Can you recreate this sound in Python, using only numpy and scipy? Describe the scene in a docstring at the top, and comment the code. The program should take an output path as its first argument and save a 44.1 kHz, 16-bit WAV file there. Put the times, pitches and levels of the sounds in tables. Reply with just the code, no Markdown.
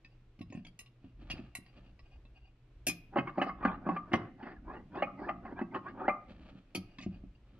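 """A workshop bench in a small, cluttered room: a steel blade stirs a thick mix in a glass measuring cup.
Impacts on the bare rim excite the modes of glass and steel as clinks; sunk in the mix, which damps
them, the blade knocks dully. Stick-slip friction scrapes, rings air pockets and makes the glass sing
briefly. Things bump on the bench, a sleeve rustles, and the room hums faintly."""
import sys
import numpy as np
from scipy import signal
from scipy.fft import rfft, irfft
from scipy.io import wavfile
from scipy.ndimage import uniform_filter1d, map_coordinates

SR = 44100
rng = np.random.default_rng(int(sys.argv[2]) if len(sys.argv) > 2 else 0)


def file_out(sig):
    """Save sig as 16-bit WAV at sys.argv[1]."""
    # one column per channel
    cols = np.atleast_2d(sig).T
    # limit, then scale
    lim = np.clip(cols, -1, 1)
    pcm = np.round(lim * 32767).astype(np.int16)
    wavfile.write(sys.argv[1], SR, pcm)


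N = 334719
TIME = np.arange(N) / SR
HIT_TIME = TIME[:SR // 3]


# Modes of the bare rim. Each row: frequency in Hz, bandwidth in Hz, relative level in dB.
RIM_MODES = [(198, 120, 8), (300.6, 87, 4.5), (735, 67, 0.5), (1184, 27, -10), (1600, 21, -4.5),
             (2100, 14, -6.5), (2426, 18, 1.5), (2496, 23, 6), (2870, 68, 1), (3120, 50, -20),
             (3348, 26, -6), (4630, 82, -25), (5100, 50, -7), (5700, 43, 0), (8410, 90, -3),
             (10963, 35, -4)]
# Modes of the blade, whose pitch shifts with the grip.
# Each row: multiple of that pitch, bandwidth in Hz, relative level in dB.
BLADE_MODES = [(0.405, 35.65, -4.5), (0.697, 41.14, -2), (1, 29.5, 13), (1.13, 70.4, -9.5),
               (1.311, 60.4, -5.5), (1.45, 59.6, 0), (1.899, 45, 0), (2.402, 50.5, -14.5),
               (3.071, 88, -11.5), (3.811, 45.5, -5.5)]
# Spectrum of steel cracking on glass. Each row: frequency in Hz, relative level in dB.
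CLINK_SPECTRUM = [(100, 4.5), (260, 6.5), (460, -26.5), (720, -19.5), (1150, -18.5), (1700, -11.5),
                  (2470, 1.5), (4100, -7.5), (5800, -4), (7200, -4), (8100, -21.5), (9000, -5),
                  (10700, 0.5), (11600, -6.5), (12700, -1.5), (14200, -19), (15100, -11), (16000, -30)]
# Impacts on the rim. Each row: start in seconds, blade pitch in Hz, weight of the rim's ring in dB,
# levels of the bench, wall, rim and edge bands in dB, centre and width of the edge band in Hz.
RIM_IMPACTS = [(0.047, 2590, -23, -65, -61, -57, -97, 6960, 2000),
               (0.391, 2950, -10, -80, -70, -67, -80, 11200, 800),
               (0.413, 2700, -39, -54.5, -60.5, -56, -73, 11150, 900),
               (0.5012, 2760, -17, -72, -74, -67, -91, 6800, 600),
               (0.524, 2605, -20, -50.5, -57, -63, -67.5, 6600, 450),
               (0.549, 2636, -26, -48.5, -63, -71, -76, 8500, 450),
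               (0.573, 2640, -15, -70, -65, -71, -90, 8900, 400),
               (0.649, 2310, -27, -58, -64, -57, -74, 6850, 400),
               (0.666, 3230, -26, -58, -62, -56.5, -73, 10150, 250),
               (0.7908, 2780, -30, -70, -60.5, -51, -50.5, 8500, 5600),
               (0.8102, 2770, -15, -76, -65, -66, -66, 9900, 3500),
               (0.86, 2800, -27, -88, -71.5, -64, -85, 7800, 800),
               (1.3002, 3290, -8, -51, -45.5, -43.5, -62, 10600, 1800),
               (1.306, 2781, -20.5, -47.5, -60, -40.5, -76, 5800, 400),
               (1.313, 2560, -25, -57, -55.5, -43.5, -61, 10700, 2600),
               (1.377, 2580, -10, -65, -60, -75, -90, 5800, 1000),
               (1.551, 2752, -20, -70, -45, -45, -42.5, 9640, 5160),
               (1.663, 2700, -27, -86, -69, -69, -75, 4300, 900),
               (1.992, 2773, -24, -73, -65, -68, -72, 4640, 500),
               (2.2517, 2650, -35, -64, -72, -83, -73, 3840, 400),
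               (2.8674, 2512, 6, -40, -43, -34.5, -29, 11100, 10000),
               (2.8818, 2465, -3.5, -38, -53, -35, -36, 9350, 8400),
               (2.894, 2490, 0.5, -52.5, -47.5, -41.5, -54, 8900, 6500),
               (3.418, 2580, 7.5, -65.5, -69, -57.5, -69.5, 10900, 350),
               (4.131, 2690, 3, -72, -63.5, -41.5, -63.5, 9550, 2400),
               (6.7484, 2307, -6, -38.5, -46.5, -41, -42.5, 9100, 5800),
               (6.753, 3142, -17, -48, -47, -44, -44.5, 4600, 1100),
               (6.985, 2584, -16, -49.5, -52.5, -51, -90, 6500, 900),
               (7.003, 2880, -16, -62.5, -56, -68, -79, 7860, 500),
               (7.012, 2500, -22, -65, -70, -55.5, -72, 6600, 700),
               (7.023, 2680, -10, -59, -63, -55, -67, 6460, 700),
               (7.033, 3000, -14.5, -60, -58, -60, -80, 7750, 700)]

def clinks(shimmer_t60_s=0.065):
    """Impact excitation: rim and blade vibrate freely; each contact point wakes its own treble band."""
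    out, crack = np.zeros(N), response(CLINK_SPECTRUM)
    for s, blade_hz, rim_ring_db, *levels_db, edge_db, edge_hz, edge_width_hz in RIM_IMPACTS:
        force = contact(push_s=0.00001, chatter_s=0.0025, chatter_db=2, grit_db=4.5)
        force = bounced(force, earliest_s=0.0068, latest_s=0.02, db=-8.5)
        blade_modes = [(multiple * blade_hz, width, db) for multiple, width, db in BLADE_MODES]
        blade = struck(blade_modes, scatter_db=0.5, detune=0.0028)
        # The rim's upper modes overlap too densely to hear apart: decaying noise.
        crowd = rng.standard_normal(len(HIT_TIME)) * undb(-60 * HIT_TIME / shimmer_t60_s)
        shimmer = filtered(crowd / np.linalg.norm(crowd), crack)
        rim = struck(RIM_MODES, scatter_db=5) + undb(-1) * shimmer
        ring = undb(rim_ring_db) * rim + undb(-7.5) * blade
        sound = undb(-13) * filtered(force, crack) + filtered(force, ring)
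        edge = partition(sound, [edge_db], [edge_hz - edge_width_hz / 2, edge_hz + edge_width_hz / 2])
        add(out, s, partition(sound, levels_db, edges_hz=[120, 720, 2200, 5300]) + edge)
    return out


# Modes of the filled cup. Each row: frequency in Hz, bandwidth in Hz, relative level in dB.
CUP_MODES = [(159, 69, 2), (233, 21, -15.5), (344, 64, -5), (564, 25, -5.5), (680.6, 167, 7.5),
             (832, 83, 0.5), (972, 15, -10.5), (1101.6, 23, 11), (1265, 55, 8), (1590, 18, -9.5),
             (1920, 28, -12.5), (2136, 29, 2), (2569, 26, -2.5), (2957, 230, -11.5)]
# Spectrum of a cushioned impact. Each row: frequency in Hz, relative level in dB.
KNOCK_SPECTRUM = [(53, -35), (90, -5), (170, 13), (250, 14.5), (444, -5), (700, 5.5), (1250, -6.5),
                  (1500, -3), (2110, -2), (3000, -17), (3500, -27.5), (4900, -22), (5400, -39), (7300, -45),
                  (9000, -59), (12000, -87.5), (22000, -120)]
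# Sunken impacts. Each row: start in seconds, levels of the bench, cup body, wall and edge bands in dB.
WALL_IMPACTS = [(3.158, -34, -30, -34.5, -49), (3.17, -46, -36, -49, -40), (3.184, -31.5, -36, -34, -35),
                (3.272, -45.5, -54.5, -43, -46.5), (3.374, -37, -43, -49.5, -75),
                (3.38, -31, -30.5, -50.5, -47.5), (3.415, -36.5, -32, -33.5, -34),
                (3.4191, -43.5, -33, -42.5, -34.5), (3.465, -42, -40.5, -57, -54.5),
                (3.492, -58, -56, -41, -48.5), (3.627, -51.5, -48, -49.5, -55),
                (3.6501, -27.5, -33.5, -31.5, -34.5), (3.864, -34.5, -38.5, -38.5, -61),
                (3.888, -32, -32.5, -33, -47.5), (3.9643, -70, -47.5, -47.5, -50),
                (4.118, -39.5, -44.5, -76.5, -48.5), (4.135, -26.5, -27.5, -27.5, -29.5),
                (4.428, -45, -67, -57, -54), (4.467, -50, -51.5, -51, -56.5),
                (4.953, -49.5, -46.5, -49.5, -57.5), (5.0223, -42.5, -29, -41.5, -34.5),
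                (5.29, -48, -34.5, -38, -39), (5.451, -50, -48, -53, -58.5),
                (5.523, -45, -53.5, -69, -76.5), (5.59, -51, -45.5, -45.5, -55.5),
                (5.613, -34, -43.5, -59, -49.5), (5.745, -45, -44.5, -36.5, -46),
                (6.08, -36.5, -26.5, -32.5, -34)]

def knocks():
    """Viscous damping: the mix cushions the blade and damps the cup, so knocks are short and hollow."""
    out, crack = np.zeros(N), response(KNOCK_SPECTRUM)
    for s, *levels_db in WALL_IMPACTS:
        force = contact(push_s=0.00008, chatter_s=0.0074, chatter_db=-1.5, grit_db=1)
        force = bounced(force, earliest_s=0.016, latest_s=0.022, db=-15)
        ring = struck(CUP_MODES, scatter_db=5.5, detune=0.015)
        sound = filtered(force, crack) + undb(5.5) * filtered(force, ring)
        add(out, s, partition(sound, levels_db, edges_hz=[120, 450, 950, 1550, 7800]))
    return out


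# Drags on the wall. Each row: start in seconds, levels of the low and the upper mode in dB.
DRAGS = [(3.3952, -35, -44.5), (3.4746, -38.5, -64), (3.6301, -35, -50), (3.681, -42, -43),
         (3.962, -35, -44), (5.0342, -67, -34.5), (5.07, -39.5, -82), (5.284, -35.5, -42.5),
         (6.0922, -31.5, -32.5), (6.137, -38, -55)]

def singing(low_hz=1210, upper_hz=2430, rise_s=0.0018, fade_s=0.027, waver=0.035, rough=0.26):
    """Frictional excitation: the blade pumps two wall modes unevenly; the mix damps the upper first."""
    out = np.zeros(N)
    bloom = (1 - np.exp(-HIT_TIME / rise_s)) * np.exp(-HIT_TIME / fade_s)
    bloom = bloom / bloom.max()
    for s, low_db, upper_db in DRAGS:
        slip, grip = band(rng.standard_normal((2, len(bloom))), 26, 100, order=2)
        pitch_ratio = 1 + 0.014 * rng.standard_normal() + waver * unit(slip)
        phase_per_hz = 2 * np.pi * np.cumsum(pitch_ratio) / SR
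        low = undb(low_db) * bloom * np.sin(low_hz * phase_per_hz)
        upper = undb(upper_db) * bloom ** 4 * np.sin(upper_hz * phase_per_hz)
        add(out, s, (low + upper) * (1 + rough * unit(grip)))
    return out


# Modes of the scraped cup and of the thin steel edge.
# Each row: frequency in Hz, bandwidth in Hz, relative level in dB.
SCRAPED_CUP_MODES = [(730, 100, 1.5), (881, 260, -4.5), (1072, 57, 6), (1350, 360, -16.5), (1621, 36, -2.5),
                     (1700, 180, -8), (2030, 38, -12.5), (1880, 35, -8), (2556, 33, -3.5), (3480, 68, -24),
                     (3600, 250, -19.5)]
STEEL_EDGE_MODES = [(3750, 510, -7.5), (4530, 500, -1.5), (4985, 140, 3.5)]
# Spectrum of one slip. Each row: frequency in Hz, relative level in dB.
SLIP_SPECTRUM = [(71, -7), (120, -19.5), (220, -5.5), (321, 9), (456, 7.5), (560, 0), (733, -10.5),
                 (1100, 2.5), (1600, -13.5), (2100, -17.5), (2600, -17), (3200, -33.5), (4800, -36.5),
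                 (8000, -76), (17600, -120)]
# Strokes through the mix.
# Each row: middle and length in seconds, levels of cup body, wall, rasp and steel edge in dB.
STIR_STROKES = [(3.16, 0.082, -48.5, -53.5, -67, -85), (3.284, 0.071, -52, -45, -54.5, -78),
                (3.436, 0.17, -54.5, -44, -55.5, -63.5), (3.68, 0.16, -41, -37.5, -50, -78),
                (3.909, 0.18, -45, -48.5, -56, -78), (4.175, 0.25, -47, -47.5, -56.5, -81),
                (4.472, 0.2, -51.5, -52.5, -56.5, -74.5), (4.727, 0.16, -44.5, -48.5, -58.5, -82.5),
                (4.98, 0.12, -41.5, -52, -54, -74.5), (5.246, 0.16, -39.5, -44, -58, -73),
                (5.483, 0.12, -44, -49, -61.5, -80), (5.59, 0.07, -46, -47, -56, -94),
                (5.758, 0.077, -41, -43.5, -52.5, -74), (5.879, 0.089, -50, -52.5, -54, -75.5),
                (6.028, 0.17, -43, -47, -59.5, -86.5)]

def stirring(spot_count=3, rise_octaves=0.3, wander_octaves=0.07, level_samples=900):
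    """Stick-slip friction: tiny slips at a few spots on the wall ring the cup and the steel edge."""
    out, size = np.zeros(N), len(HIT_TIME)
    shear, edge_ring = response(SLIP_SPECTRUM, size), ringing(STEEL_EDGE_MODES)
    spots = [grains(per_s=900, spread_db=3) * undb(3.5 * walk(70)) for _ in range(spot_count)]
    wander = walk(35)
    for s, length_s, *levels_db, edge_db in STIR_STROKES:
        start = int(s * SR) - size // 2
        span = slice(start, start + size)
        cup = 0
        for slips in spots:
            ring = shear + struck(SCRAPED_CUP_MODES, scatter_db=5, detune=0.038)
            ring = partition(ring, levels_db, [130, 950, 1450, 4000], level_samples)
            cup = cup + filtered(slips[span], ring)
        # The hollow behind the blade narrows through the stroke, so its resonances rise.
        progress = np.clip((TIME[span] - s) / length_s, -0.5, 0.5)
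        speed = 2 ** (rise_octaves * progress + wander_octaves * wander[span])
        cup = map_coordinates(cup, [np.cumsum(speed)], mode="mirror")
        cup = undb(-0.5) * cup / np.sqrt(level_samples * spot_count)
        edge = undb(edge_db) * unit(filtered(spots[0][span], edge_ring))
        out[span] += (cup + edge) * swell(s, length_s)[span]
    return out


# Air pockets behind the blade. Each row: middle and length in seconds, pitch at the middle in Hz,
# glide in octaves per second, level in dB.
AIR_POCKETS = [(3.139, 0.052, 798, 7, -55), (4.41, 0.056, 827, 10, -55), (4.508, 0.075, 2080, 5.5, -64),
               (4.573, 0.053, 1630, -11.5, -63), (4.701, 0.071, 1013, 3.5, -47.5),
               (4.738, 0.18, 1773, 2.5, -59.5), (4.955, 0.029, 1404, 3.5, -51),
               (4.995, .07, 1725, 2.5, -60), (5.198, 0.046, 1990, -3, -57.5), (5.249, .055, 1695, 4, -50),
               (5.473, 0.056, 2000, -7, -57), (5.6, 0.049, 1600, -1, -44.5),
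               (5.722, 0.022, 2030, -6, -59.5), (5.868, 0.053, 1110, 8, -44.5),
               (5.882, 0.043, 1587, 8, -48), (6.013, 0.026, 1260, -4, -43.5), (6.052, 0.065, 1500, 16, -44)]

def pockets(width_hz=60, skirt_hz=500):
    """Cavity resonance: the scrape's grit rings each air pocket, whose note glides with its size."""
    out, t = np.zeros(N), HIT_TIME - HIT_TIME.mean()
    poles = np.exp(-np.pi * np.array([width_hz, skirt_hz]) / SR)
    for s, length_s, middle_hz, glide, db in AIR_POCKETS:
        hz = middle_hz * 2 ** (glide * np.clip(t, -length_s, length_s))
        carrier = np.exp(2j * np.pi * np.cumsum(hz) / SR)
        grit = rng.standard_normal(len(t)) ** 3
        # Shift down, low-pass, shift back: a resonance that follows the pitch.
        ring = (signal.lfilter([1], np.poly(poles), grit / carrier) * carrier).real
        bell = np.exp(-(3 * t / length_s) ** 2)
        rms = np.sqrt(np.average(ring ** 2, weights=bell ** 2))
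        add(out, s + t[0], undb(db) * bell * ring / rms)
    return out


# Light slides on dry glass. Each row: middle and length in seconds, relative level in dB.
DRY_SLIDES = [(.13, 0.049, -71), (.56, .16, -64), (1.075, 0.14, -76.5), (1.355, 0.12, -72),
              (1.68, 0.092, -63), (1.775, 0.044, -63), (1.875, .1, -70), (2.06, 0.064, -68),
              (2.135, 0.082, -65), (2.368, 0.06, -62), (2.456, 0.12, -67.5), (6.83, 0.043, -73),
              (6.92, 0.22, -66), (7.14, 0.09, -66.5), (7.355, 0.022, -69)]

def rubbing(low_hz=2762, high_hz=4660, width_hz=25):
    """Dry friction: light stick-slip keeps the rim ringing, with a faint squeal on two narrow modes."""
    ring = filtered(grains(per_s=600, spread_db=4), ringing(RIM_MODES))
    ring = unit(band(ring, 570, 2900, order=2))
    squeal_ring = ringing([(low_hz, width_hz, 0), (high_hz, width_hz, -8)])
    squeal = unit(filtered(rng.standard_normal(N), squeal_ring))
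    return (undb(-4.5) * ring + undb(-5.5) * squeal) * swells(DRY_SLIDES)


# Spectrum of the bench top. Each row: frequency in Hz, relative level in dB.
BENCH_SPECTRUM = [(53, -26.5), (90, 0), (259, 3), (309, -0.5), (486, -23.5), (712, -13), (875, -49.5),
                  (1260, -32.5), (1690, -48.5), (2520, -29), (3000, -36), (3900, -62), (6600, -120)]
# Bumps on the bench. Each row: start in seconds, peak level at the source in dB.
BENCH_BUMPS = [(0.39, -46), (0.408, -32.5), (0.502, -42), (0.549, -36), (0.574, -34.5), (0.592, -47),
               (1.042, -41), (1.193, -50.5), (1.337, -36), (1.392, -34), (1.4, -35.5), (1.586, -42),
               (1.772, -58), (6.777, -31.5), (7.063, -25.5), (7.237, -38.5)]

def bumps():
    """Soft impact: only the bench top responds, with a low thud."""
    out, thud = np.zeros(N), response(BENCH_SPECTRUM)
    for s, peak_db in BENCH_BUMPS:
        sound = filtered(contact(push_s=0.00007, chatter_s=0.011, chatter_db=-5), thud)
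        add(out, s, sound / np.abs(sound).max() * undb(peak_db))
    return out


# Spectrum of rubbing cloth. Each row: frequency in Hz, relative level in dB.
CLOTH_SPECTRUM = [(260, -35.5), (450, -1.5), (727, -7), (1050, -16.5), (1300, -6.5), (1500, -17),
                  (1780, -11.5), (1950, -20), (2460, -11.5), (4590, -21.5), (5430, -32), (10000, -46.5),
                  (13000, -68), (22000, -120)]
# Brushes of the sleeve. Each row: middle and length in seconds, level in dB.
ARM_MOVES = [(1.06, 0.12, -72), (1.223, 0.069, -61), (1.37, 0.34, -61), (1.77, 0.11, -65), (1.87, .16, -71),
             (6.305, 0.047, -54.5), (6.4, 0.33, -65.5), (6.495, 0.02, -60), (6.555, 0.17, -64.5),
             (6.914, 1, -75.5), (7.16, 0.11, -74), (7.568, 0.26, -70)]

def handling(rest_db=-79, rocking_db=-13, leaning_db=3.5):
    """Friction and forced vibration: the sleeve rustles; rocking cup and leaning arm shake the bench."""
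    arm = swells(ARM_MOVES)
    cloth_slips = grains(per_s=2500, spread_db=3) * undb(2 * walk(35))
    sleeve = unit(filtered(cloth_slips, response(CLOTH_SPECTRUM)))
    rumble = filtered(grains(per_s=620, spread_db=2), response(BENCH_SPECTRUM))
    rumble = unit(band(rumble, 71, 740, order=2))
    load = undb(rest_db) + undb(rocking_db) * swells(STIR_STROKES, stretch=2.82) + undb(leaning_db) * arm
    return sleeve * arm + rumble * load


# Echoes off bench top, pegboard and cabinet, a left list and a right. Each row: delay in seconds, gain.
EARLY_ECHOES = [
    [(.0011, -0.018), (.0034, 0.1), (.0071, -0.18), (.0118, 0.06)],
    [(.0013, 0.08), (.0036, .28), (.0073, 0.019), (.0121, -0.08)],
]
# The room's tail. Each row: frequency in Hz, reverberation time in seconds, relative level in dB.
ROOM_DECAY = [(120.7, 0.29, 1), (380, 0.72, -19), (1050, 0.26, -9), (2420, 0.59, -23.5), (6400, 0.037, -16),
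              (13440, 0.29, -24)]

def workshop(x, size=24000, build_s=0.00018, scatter_s=0.0041):
    """Reverberation: direct sound, scatter from tools, echoes from flat surfaces and a diffuse tail."""
    t, tail = TIME[:size], 0
    for low_hz in 90 * 2 ** np.arange(8):
        centre_hz = low_hz * np.sqrt(2)
        t60_s, db = along(centre_hz, ROOM_DECAY), along(centre_hz, ROOM_DECAY, column=2)
        fade = undb(-60 * t / t60_s) * (1 - np.exp(-t / build_s))
        noise = band(rng.standard_normal((2, size)), low_hz, 2 * low_hz)
        tail = tail + noise * fade / np.linalg.norm(fade) * undb(db + 1)
    # Sound reaches the right side first; the microphone's housing shades the direct treble.
    direct = np.array([signal.unit_impulse(size, 3), signal.unit_impulse(size, 0)])
    direct = signal.sosfilt(signal.butter(1, 3500, fs=SR, output="sos"), direct)
    # That treble arrives scattered, equally strong on each side but in another phase.
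    paths = rfft(rng.standard_normal((2, size)) * np.exp(-t / scatter_s))
    scatter = irfft(paths / np.abs(paths)) * (t < 0.02)
    scatter = band(scatter, 3200, 18000, order=2)
    room = direct + stereo(*tail, wide_hz=2170) + undb(-7.5) * scatter
    for channel, echoes in enumerate(EARLY_ECHOES):
        for s, gain in echoes:
            room[channel, int(s * SR)] += gain
    return np.array([filtered(x, channel) for channel in room])


def bench_notch(x, hz=473, width_hz=69, depth=0.83):
    """Destructive interference: the bench top's reflection cancels most of a narrow band."""
    return x - depth * band(x, hz - width_hz / 2, hz + width_hz / 2, order=1)


# Spectrum of the room's air noise. Each row: frequency in Hz, relative level in dB.
AIR_SPECTRUM = [(12, -23.5), (20, -2), (73, -14.5), (95, -19.5), (129, -5.5), (170, -54), (328, -19.5),
                (365, -25), (687, -32.5), (832, -36), (1190, -37), (1400, -38), (1890, -40), (2630, -39.5),
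                (14000, -71.5)]
# Swells of the low drone. Each row: middle and length in seconds, level in dB.
DRONE_RISES = [(.48, 0.053, -55), (1.32, 0.55, -52.5), (2.18, 0.68, -58.5), (2.8, 0.28, -60.5),
               (3.68, 0.43, -54.5), (4.68, 0.31, -49), (5.4, 0.61, -59), (6.4, 0.41, -57.5),
               (7.22, 0.47, -52)]

def background(air_db=-63, drone_db=-69, hum_db=-67.5, hum_hz=120):
    """Ambient noise: faint air, a low drone and mains hum add up, each wandering in level."""
    mid, side = (unit(filtered(rng.standard_normal(N), response(AIR_SPECTRUM))) for _ in range(2))
    air = stereo(mid, side, wide_hz=2600) * undb(air_db + walk(3))
    drone = unit(band(rng.standard_normal(N), 34, 60, order=2))
    drone *= undb(drone_db + 4.5 * walk(1.9)) + swells(DRONE_RISES)
    hum = np.sin(2 * np.pi * hum_hz * TIME) * undb(hum_db + 2.3 * walk(31))
    return air + drone + hum


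def contact(push_s, chatter_s, chatter_db, grit_db=0):
    """Contact force: one push, then a dying, gritty chatter as the surfaces slide."""
    size = len(HIT_TIME)
    push = HIT_TIME * np.exp(-HIT_TIME / push_s)
    catches = np.repeat(rng.standard_normal(size), 40)[:size]
    slide = HIT_TIME * np.exp(-2 * HIT_TIME / chatter_s) * undb(grit_db * catches)
    chatter = rng.standard_normal(size) * slide / np.linalg.norm(slide)
    return push / push.sum() + undb(chatter_db) * chatter


def bounced(force, earliest_s, latest_s, db):
    """Elastic rebound: the blade springs back and touches again more lightly."""
    lag_s = rng.uniform(earliest_s, latest_s)
    return force + undb(db) * np.pad(force, (int(lag_s * SR), 0))[:len(force)]


def ringing(modes):
    """Modal superposition: damped sines sum to an impulse response of energy 1."""
    ring = 0
    for k, (hz, width_hz, db) in enumerate(modes):
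        decay = np.exp(-np.pi * width_hz * HIT_TIME)
        ring = ring + (-1) ** k * undb(db) * width_hz * decay * np.sin(2 * np.pi * hz * HIT_TIME)
    return ring / np.linalg.norm(ring)


def struck(modes, scatter_db, detune=0):
    """Modal coupling: each contact point favours other modes; clinging mix can detune them a little."""
    chance = rng.standard_normal((len(modes), 2))
    return ringing([(hz * np.exp(detune * shift), width, db + scatter_db * favour)
                    for (hz, width, db), (favour, shift) in zip(modes, chance)])


def partition(sound, levels_db, edges_hz, level_samples=900):
    """Energy partition: the place of contact sets the opening level of each frequency band."""
    parts = [band(sound, lo, hi) for lo, hi in zip(edges_hz, edges_hz[1:])]
    return sum(undb(db) * part / np.std(part[:level_samples]) for db, part in zip(levels_db, parts))


def grains(per_s, spread_db):
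    """Shot noise: dense tiny slips of uneven size."""
    slips = (rng.random(N) < per_s / SR) * rng.standard_normal(N)
    return unit(slips * undb(spread_db * rng.standard_normal(N)))


def walk(rate_hz):
    """Smooth random wander with rms 1."""
    hold = int(SR / rate_hz)
    steps = np.repeat(rng.standard_normal(N // hold + 1), hold)
    return unit(uniform_filter1d(steps, hold)[:N])


def swell(middle_s, length_s):
    """Gaussian envelope of one pass."""
    return np.exp(-np.minimum((3 * (TIME - middle_s) / length_s) ** 2, 50))


def swells(table, stretch=1):
    """Sum of Gaussian envelopes, one for each row."""
    return sum(swell(s, length_s * stretch) * undb(db) for s, length_s, db, *_ in table)


def response(spectrum, size=4096):
    """Minimum-phase impulse response of a spectrum, with energy 1."""
    hz = np.arange(size // 2 + 1) * SR / size
    cepstrum = irfft(along(hz, spectrum) * np.log(10) / 20)
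    cepstrum[1:size // 2] *= 2
    cepstrum[size // 2 + 1:] = 0
    return unit(irfft(np.exp(rfft(cepstrum)))) / np.sqrt(size)


def stereo(mid, side, wide_hz):
    """Spatial coherence: left and right agree in the bass and part in the treble."""
    side = signal.sosfilt(signal.butter(1, wide_hz, "high", fs=SR, output="sos"), side)
    return np.array([mid + side, mid - side])


def band(x, lo_hz, hi_hz, order=3):
    """Causal band-pass."""
    edges_hz = [lo_hz, min(hi_hz, SR / 2 - 100)]
    return signal.sosfilt(signal.butter(order, edges_hz, "band", fs=SR, output="sos"), x)


def filtered(x, impulse_response):
    """Convolution, cut to the length of x."""
    return signal.fftconvolve(x, impulse_response)[:len(x)]


def along(hz, table, column=1):
    """Interpolation of one column on a log-frequency axis."""
    rows = np.array(table)
    return np.interp(np.log(hz + 1), np.log(rows[:, 0]), rows[:, column])


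def undb(db):
    """Decibels to gain."""
    return 10 ** (np.asarray(db) / 20)


def unit(x):
    """Normalisation to rms 1."""
    return x / np.sqrt(np.mean(x ** 2))


def add(out, s, sound):
    """Superposition of a sound at s seconds."""
    start = max(int(s * SR), 0)
    out[start:start + len(sound)] += sound[:N - start]


def scene(bench_db=0.5):
    """Superposition: everything on the bench, heard through the room, over the background."""
    cup = clinks() + knocks() + singing() + stirring() + pockets() + rubbing()
    return bench_notch(workshop(cup + bumps() + handling())) * undb(bench_db) + background()


def record(dry):
    """Band limiting: a steep low-pass removes the treble above 15.8 kHz."""
    return signal.sosfilt(signal.ellip(8, 0.2, 70, 15800, fs=SR, output="sos"), dry)


dry = scene()
out = record(dry)
file_out(out)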